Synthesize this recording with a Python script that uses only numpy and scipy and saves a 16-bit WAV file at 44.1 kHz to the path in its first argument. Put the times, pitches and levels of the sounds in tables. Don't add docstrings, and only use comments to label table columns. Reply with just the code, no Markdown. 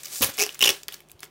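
import sys
import numpy as np
from scipy import signal
from scipy.fft import rfft, irfft
from scipy.io import wavfile
from scipy.ndimage import uniform_filter1d

SR = 44100
rng = np.random.default_rng(int(sys.argv[2]) if len(sys.argv) > 2 else 0)


def wav_out(sig):
    wavfile.write(sys.argv[1], SR, np.round(np.clip(np.atleast_2d(sig).T, -1, 1) * 32767).astype(np.int16))


def linear_from_db(decibels):
    return 10 ** (np.asarray(decibels, float) / 20)


N = 57330

# f/Hz, level/dB per Hz
AIR_COLOUR = [(18, -5.5), (30, -12.5), (355, -3.5), (569, -7), (780, -8.5), (2060, -20.5), (3140, -17.5),
              (4190, -35), (16000, -54)]
# f/Hz, level/dB
HUM_LINES = [(49, -66.5), (150, -68.5), (350, -69)]
# t/s, level/dB
RUB_LEVEL = [(0, -44.5), (0.028, -51.5), (.06, -45), (.1, -42), (0.137, -32), (.19, -31), (0.203, -35),
             (0.248, -35.5), (.3, -42), (.33, -47.5), (.47, -44.5), (0.578, -55), (0.707, -36), (.8, -52.5),
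             (0.872, -67), (0.931, -47.5), (1.048, -70), (1.201, -71), (1.236, -49.5), (1.3, -73)]
# f/Hz, level/dB per Hz
RUB_COLOUR = [(180, -44.5), (300, -8), (762, -5.5), (842, -10.5), (1430, -5), (1870, -3.5), (3240, -1),
              (5800, 1.5), (16000, -4.5)]
# times [t/s], then levels [level/dB]
OVERLAP_TIMES = (0.087, 0.26, .21)
OVERLAP_LEVELS = (2, -17, 7)
# t/s, peak level/dB, colour f/Hz, length/ms
TICK_EVENTS = [(0.0333, -27, 7480, 4), (0.046, -32, 5460, 7), (.0563, -24, 6000, 4.2),
               (0.0694, -32, 3140, .8), (0.338, -35, 7000, 19), (0.371, -28.5, 10900, 3.2),
               (0.524, -37.5, 7100, 5.8), (.545, -29.5, 6660, 3.7), (0.552, -34, 2150, 5.6),
               (0.5927, -19, 12100, 0.25), (0.833, -29, 6040, 2.1), (0.9233, -29, 3200, 1.4),
               (0.9252, -33.5, 11100, 2), (0.933, -33, 4000, 1.6), (0.935, -37, 12500, 2.6),
               (0.9406, -27.5, 4000, 2.1), (0.9432, -27, 5850, 2.5), (1.0047, -34, 2010, 1.6),
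               (1.087, -44, 9260, 0.75), (1.097, -42.5, 2880, 3.6), (1.105, -47, 7930, 5),
               (1.1163, -33, 13070, 2), (1.193, -43.5, 4000, 5.1), (1.2052, -31, 9000, 0.78),
               (1.2284, -37, 7000, .7), (1.24, -40, 10000, 1.5), (1.243, -36, 12000, 2),
               (1.2533, -39.5, 7060, 1.6)]
# f/Hz, level/dB per Hz
TICK_TONE = [(300, -44), (1000, -0.5), (3000, 4), (8000, 0.5), (16000, 7.5)]
# t/s, level/dB, push/ms
BUMPS = [
    (0.2075, -36, 2.4),
    (.2105, -39, 2.73),
    (0.289, -38.5, 1.1),
    (.25, -45, 5.7),
    (0.699, -52.5, 5.2),
    (1.14, -53, 13),
]
# t/s, peak level/dB, colour f/Hz, length/ms
POP_EVENTS = [(0.21, -14.5, 8800, 0.6), (0.2183, -17.5, 13400, 2.4), (0.2213, -12.5, 2960, 10.4),
              (0.2262, -11.5, 2850, 8.1), (0.2354, -11.5, 2900, 5.3), (.2435, -11, 10400, 4.2),
              (0.2548, -19.5, 7050, 2.2), (.260, -26.5, 10900, 21.6), (.2695, -34, 2980, 4.1),
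              (0.2912, -31, 1570, 15), (.2989, -33, 830, 4.7)]
# f/Hz, level/dB per Hz
POP_TONE = [(300, -7), (1000, 3), (3000, 1.5), (6000, 5.5), (8500, -1), (11000, 2.5), (16000, 6.5)]
# f/Hz, level/dB, time to fall 60 dB/s
POP_BOX = [(109, -12.5, 0.051), (175, -10, 0.018), (245, -8, 0.031), (519, -2, 0.038), (840, -21, 0.048),
           (1111, -9.5, 0.029)]
# t/s, peak level/dB, edge pitch f/Hz
FIRST_CREAK = [(.3796, -20.5, 2230), (0.3831, -17.5, 2270), (.3874, -13.5, 2850), (.394, -10.5, 2520),
               (0.3989, -8.5, 2280), (0.4029, -17, 2400), (0.4043, -16.5, 2200), (0.4068, -10, 2500),
               (0.4108, -19.5, 2450), (.414, -9.5, 2550), (0.4188, -7.5, 2530), (.424, -8.5, 2470),
               (0.4262, -12.5, 2800), (0.4299, -14, 2600), (0.4351, -14.5, 2450), (0.4371, -17.5, 2670),
               (0.4374, -12.5, 2900), (0.4433, -20, 2730), (.449, -24.5, 2600), (0.4596, -24.5, 2710),
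               (0.4641, -17, 2750), (0.5053, -34.5, 2970)]
# t/s, level/dB, push/ms
FIRST_FLEX = [
    (.3975, -46.5, 1),
    (.4075, -44.5, 1),
    (.432, -46.5, 1),
]
# f/Hz, level/dB, time to fall 60 dB/s
FIRST_BOX = [(248, -43, 0.05), (414, -6.5, 0.038), (738, -10.5, 0.03), (1058, -17, 0.052)]
# t/s, peak level/dB, edge pitch f/Hz,
# length/ms, edge ring level/dB
SECOND_CREAK = [(.4918, -24, 2870, 1.23, 8), (.5921, -34, 2800, 2.1, 5.5), (.6072, -17, 2850, 3, 8),
                (.6142, -11, 2800, 2.34, 5), (.6224, -18, 3150, 1.5, 3), (.6262, -4, 2890, 1.1, 3),
                (.6243, -3.5, 2940, 1.25, 3), (.6288, -7.5, 2884, 2, 7.5), (.6383, -11.5, 3400, 1.75, 12),
                (.6414, -11, 3250, 1.9, 3.5), (.6448, -7.5, 3050, 3.7, -4.5), (.6543, -10, 3440, 6.6, -9.5),
                (.6584, -10, 2776, 7, -0.5), (.663, -8.5, 2900, 0.59, -8.5), (.6728, -12, 2950, 1.7, 7.5),
                (.675, -11, 2900, 2.1, 5.5), (.6779, -8, 3030, 1.6, 1), (.680, -13, 2870, 2.8, 8),
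                (.6906, -3.5, 2790, 1.58, -7.5), (.6925, -10.5, 2980, 0.9, 4.5),
                (.695, -14.5, 3330, 3.2, 4), (.6998, -9, 3200, 0.79, -27), (.7026, -11, 3390, 4.8, -9.5),
                (.7185, -39, 2920, 3.4, 0), (.740, -32, 3100, 1.9, -23)]
# t/s, level/dB, push/ms
SECOND_FLEX = [
    (.6285, -35, 1.6),
    (.6815, -40, 1.2),
    (.6865, -36.5, 0.94),
    (.694, -38, .8),
    (.718, -40, .8),
    (.727, -41, 0.71),
    (.737, -53, 0.66),
]
# f/Hz, level/dB, time to fall 60 dB/s
SECOND_BOX = [(101.9, -25.5, 0.0524), (253, -41.5, 0.031), (392, -6, 0.032), (493, -8, 0.03),
              (810, -11, 0.019), (1074, -18, 0.05), (1285, -18, 0.032)]
# f/Hz, level/dB per Hz
CREAK_TONE = [(300, -8.5), (1000, -2), (2000, 5), (4000, 1), (7000, -1), (11000, 1), (16000, -0.5)]
# t/s, peak level/dB, colour f/Hz, length/ms, edge ring level/dB
BRIGHT_SNAP = [
    (.8831, -17.5, 4000, 1.8, -30),
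]
# f/Hz, level/dB per Hz
BRIGHT_TONE = [(300, -20), (700, -11), (1430, -7), (2930, 1), (4930, -1), (7760, -9), (12400, -3),
               (16500, -5)]
# t/s, peak level/dB, colour f/Hz, length/ms, edge ring level/dB
FIBRE_CRACKS = [
    (.8878, -32, 1600, 1.6, 10),
    (.8914, -39, 2500, 1.6, 0),
    (.8930, -37, 3800, 1.2, -7),
    (.9005, -50, 3010, 5, 9),
    (1.2307, -48, 2410, 0.46, -15.5),
    (1.2325, -30, 2340, 3, -14),
]
# f/Hz, level/dB per Hz
CRACK_TONE = [(200, -21.5), (600, -6), (2000, 20), (6000, -13), (16000, -9)]
# t/s, peak level/dB, colour f/Hz, length/ms, edge ring level/dB
DULL_SNAP = [
    (1.2317, -23.5, 2400, 1.5, -30),
]
# f/Hz, level/dB per Hz
DULL_TONE = [(300, -11), (1300, 0), (2400, 3), (3500, -2), (6240, -4), (9490, -11), (10700, -8),
             (16500, -14)]


def unit(x):
    return x / np.sqrt(np.mean(x ** 2))


def colour(x, shape):
    hz, db = np.array(shape).T
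    grid = np.log(np.arange(513) * SR / 1024 + 1)
    log_gain = np.interp(grid, np.log(hz), db) * np.log(10) / 20
    cep = irfft(log_gain)
    cep[1:512] *= 2
    cep[513:] = 0
    taps = irfft(np.exp(rfft(cep)))
    return signal.fftconvolve(x, taps / np.sqrt(np.sum(taps ** 2)))[:len(x)]


def ring(x, hz, width_hz):
    r = np.exp(-np.pi * width_hz / SR)
    feedback = [1, -2 * r * np.cos(2 * np.pi * hz / SR), r * r]
    return signal.lfilter([1, 0, -1], feedback, x) * np.sqrt((1 - r * r) / 2)


def box(x, modes):
    return sum(linear_from_db(db) * ring(x, hz, np.log(1000) / np.pi / t60) for hz, db, t60 in modes)


def panel_push(rows, modes):
    t = np.arange(N) / SR
    push = np.zeros(N)
    for s, db, ms in rows:
        progress = np.clip((t - s) * 1000 / max(ms, .2), 0, 1)
        push += linear_from_db(db) * np.sin(np.pi * progress) ** 2
    return box(push, modes)


def slips(rows, shape, modes, width, upper_hz, upper_db, wide_db, box_db, spiky_db, snap_db,
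          rise_ms=0., squeak_db=-63.0, kick_db=-63.0):
    span = 2048
    t = np.arange(span) / SR
    raw, edge, kicks = np.zeros((3, N + span))
    for s, db, hz, ms, edge_db in rows:
        chance = rng.standard_normal(span)
        size = np.minimum(rng.exponential(size=span), 4)
        length = max(ms, .1) / 1000
        rise = np.clip((t * 1000 + .1) / (rise_ms + .1), 0, 1)
        grip = np.exp(-(t / length) ** 2) * rise

        swarm = chance * linear_from_db(spiky_db * size) * grip
        swarm = swarm / np.sqrt(np.sum(swarm ** 2) / (1 + length * SR))
        snap = linear_from_db(snap_db) * (t == 0)
        swarm = linear_from_db(db - 10.0) * (swarm + snap)
        i = int(s * SR)
        raw[i:i + span] += swarm
        kicks[i] += linear_from_db(db - 9.0 + kick_db)

        locked = linear_from_db(db - 12.5 + squeak_db) * grip * np.sin(2 * np.pi * hz * t + chance[-1])
        tone = ring(swarm + locked, hz, 2 * width * hz)
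        tone = ring(tone, hz, width * hz)
        match = np.sqrt(np.sum(swarm ** 2) / np.sum(tone ** 2))
        edge[i:i + span] += linear_from_db(edge_db) * tone * match
    flap = linear_from_db(upper_db) * ring(raw, upper_hz, upper_hz / 5)
    fibres = linear_from_db(wide_db) * colour(raw, shape)
    hollow = linear_from_db(box_db) * box(raw + kicks, modes)
    return np.array([edge, flap + fibres + hollow])[:, :N]


def air():
    noise = rfft(rng.standard_normal(N))
    hz, db = np.array(AIR_COLOUR).T
    grid = np.log(np.arange(len(noise)) * SR / N + 1)
    noise = noise * linear_from_db(np.interp(grid, np.log(hz), db))
    t = np.arange(N) / SR
    hum = np.zeros(N)
    for f, level in HUM_LINES:
        waver = 1.6 * unit(uniform_filter1d(rng.standard_normal(N), size=6000))
        hum += linear_from_db(level) * np.sqrt(2) * np.sin(2 * np.pi * f * t + waver)
    return unit(irfft(noise, N)) * linear_from_db(-61) + hum


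def slide():
    s, db = np.array(RUB_LEVEL).T
    t = np.arange(N) / SR
    grit = linear_from_db(2.8 * np.minimum(rng.exponential(size=N), 4))
    hiss = unit(colour(rng.standard_normal(N) * grit, RUB_COLOUR))
    split = signal.butter(4, 4000, fs=SR, output="sos")
    low = signal.sosfiltfilt(split, hiss)
    low_gain = linear_from_db(np.interp(t, OVERLAP_TIMES, OVERLAP_LEVELS))
    flutter = unit(uniform_filter1d(rng.standard_normal(N), size=150))
    return (hiss - low + low * low_gain) * linear_from_db(np.interp(t, s, db) + 1.8 * flutter)


def room(x):
    t60_s, top_t60_s, gap_s = 0.18, 0.059, 0.00065
    t = np.arange(SR // 2) / SR
    noise = rng.standard_normal(len(t))
    low = signal.lfilter([.4], [1, -.6], noise)
    tail = low * linear_from_db(-60 * t / t60_s) + (noise - low) * linear_from_db(-60 * t / top_t60_s)
    tail = tail * np.clip(t / gap_s - 1, 0, 1)
    tail = signal.sosfilt(signal.butter(2, 224, "high", fs=SR, output="sos"), tail)
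    return linear_from_db(-10) * signal.fftconvolve(x, tail / np.sqrt(np.sum(tail ** 2)))[:N]


def ticks():
    rows = [(*row, -1.5) for row in TICK_EVENTS]
    return slips(rows, TICK_TONE, FIRST_BOX, width=0.59, upper_hz=1600, upper_db=-23.5,
                 wide_db=2.2, box_db=-20, spiky_db=0.81, snap_db=15.1)


def bumps():
    return panel_push(BUMPS, POP_BOX)


def lid_pop():
    rows = [(*row, -4) for row in POP_EVENTS]
    return slips(rows, POP_TONE, POP_BOX, width=0.39, upper_hz=12000, upper_db=-10.0,
                 wide_db=5.44, box_db=-10.5, spiky_db=1.4, snap_db=3)


def first_creak():
    rows = [(*row, 0.95, -2.5) for row in FIRST_CREAK]
    sound = slips(rows, CREAK_TONE, FIRST_BOX, width=0.15, upper_hz=5520, upper_db=0.67,
                  wide_db=2.4, box_db=-5.5, spiky_db=5.7, snap_db=2.2, rise_ms=0.68, kick_db=18)
    sound[1] += panel_push(FIRST_FLEX, FIRST_BOX)
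    return sound


def second_creak():
    sound = slips(SECOND_CREAK, CREAK_TONE, SECOND_BOX, width=0.32, upper_hz=5440, upper_db=-5.0,
                  wide_db=-1, box_db=-10.5, spiky_db=0.72, snap_db=9.9,
                  rise_ms=.6, squeak_db=2.0, kick_db=12.5)
    sound[1] += panel_push(SECOND_FLEX, SECOND_BOX)
    return sound


def bright_snap():
    return slips(BRIGHT_SNAP, BRIGHT_TONE, FIRST_BOX, width=1, upper_hz=1200, upper_db=-40,
                 wide_db=0, box_db=-30, spiky_db=2, snap_db=22)


def fibre_cracks():
    return slips(FIBRE_CRACKS, CRACK_TONE, FIRST_BOX, width=0.97, upper_hz=1296, upper_db=-16,
                 wide_db=-0.66, box_db=-2, spiky_db=2.3, snap_db=11.5)


def dull_snap():
    return slips(DULL_SNAP, DULL_TONE, FIRST_BOX, width=1, upper_hz=1200, upper_db=-40,
                 wide_db=0, box_db=-24, spiky_db=2, snap_db=22)


def scene():
    background = air()
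    rubbing = slide()
    edge, body = (ticks() + lid_pop() + first_creak() + second_creak()
                  + bright_snap() + fibre_cracks() + dull_snap())
    body = body + rubbing + bumps()
    echoes = room(body + linear_from_db(-5) * edge)
    return (edge + body + echoes + background)[None, :]


def low_pass(x):
    return signal.sosfilt(signal.butter(12, 17010, fs=SR, output="sos"), x)


def record(dry):
    limit = 1.2
    rounded = limit * np.tanh(dry / limit)
    top_cut = signal.ellip(8, .3, 38, 15780, fs=SR, output="sos")
    bass_cut = signal.butter(2, 58, "high", fs=SR, output="sos")
    mix = signal.sosfilt(np.vstack([top_cut, bass_cut]), rounded)
    return low_pass(mix)


dry = scene()
out = record(dry)
wav_out(out)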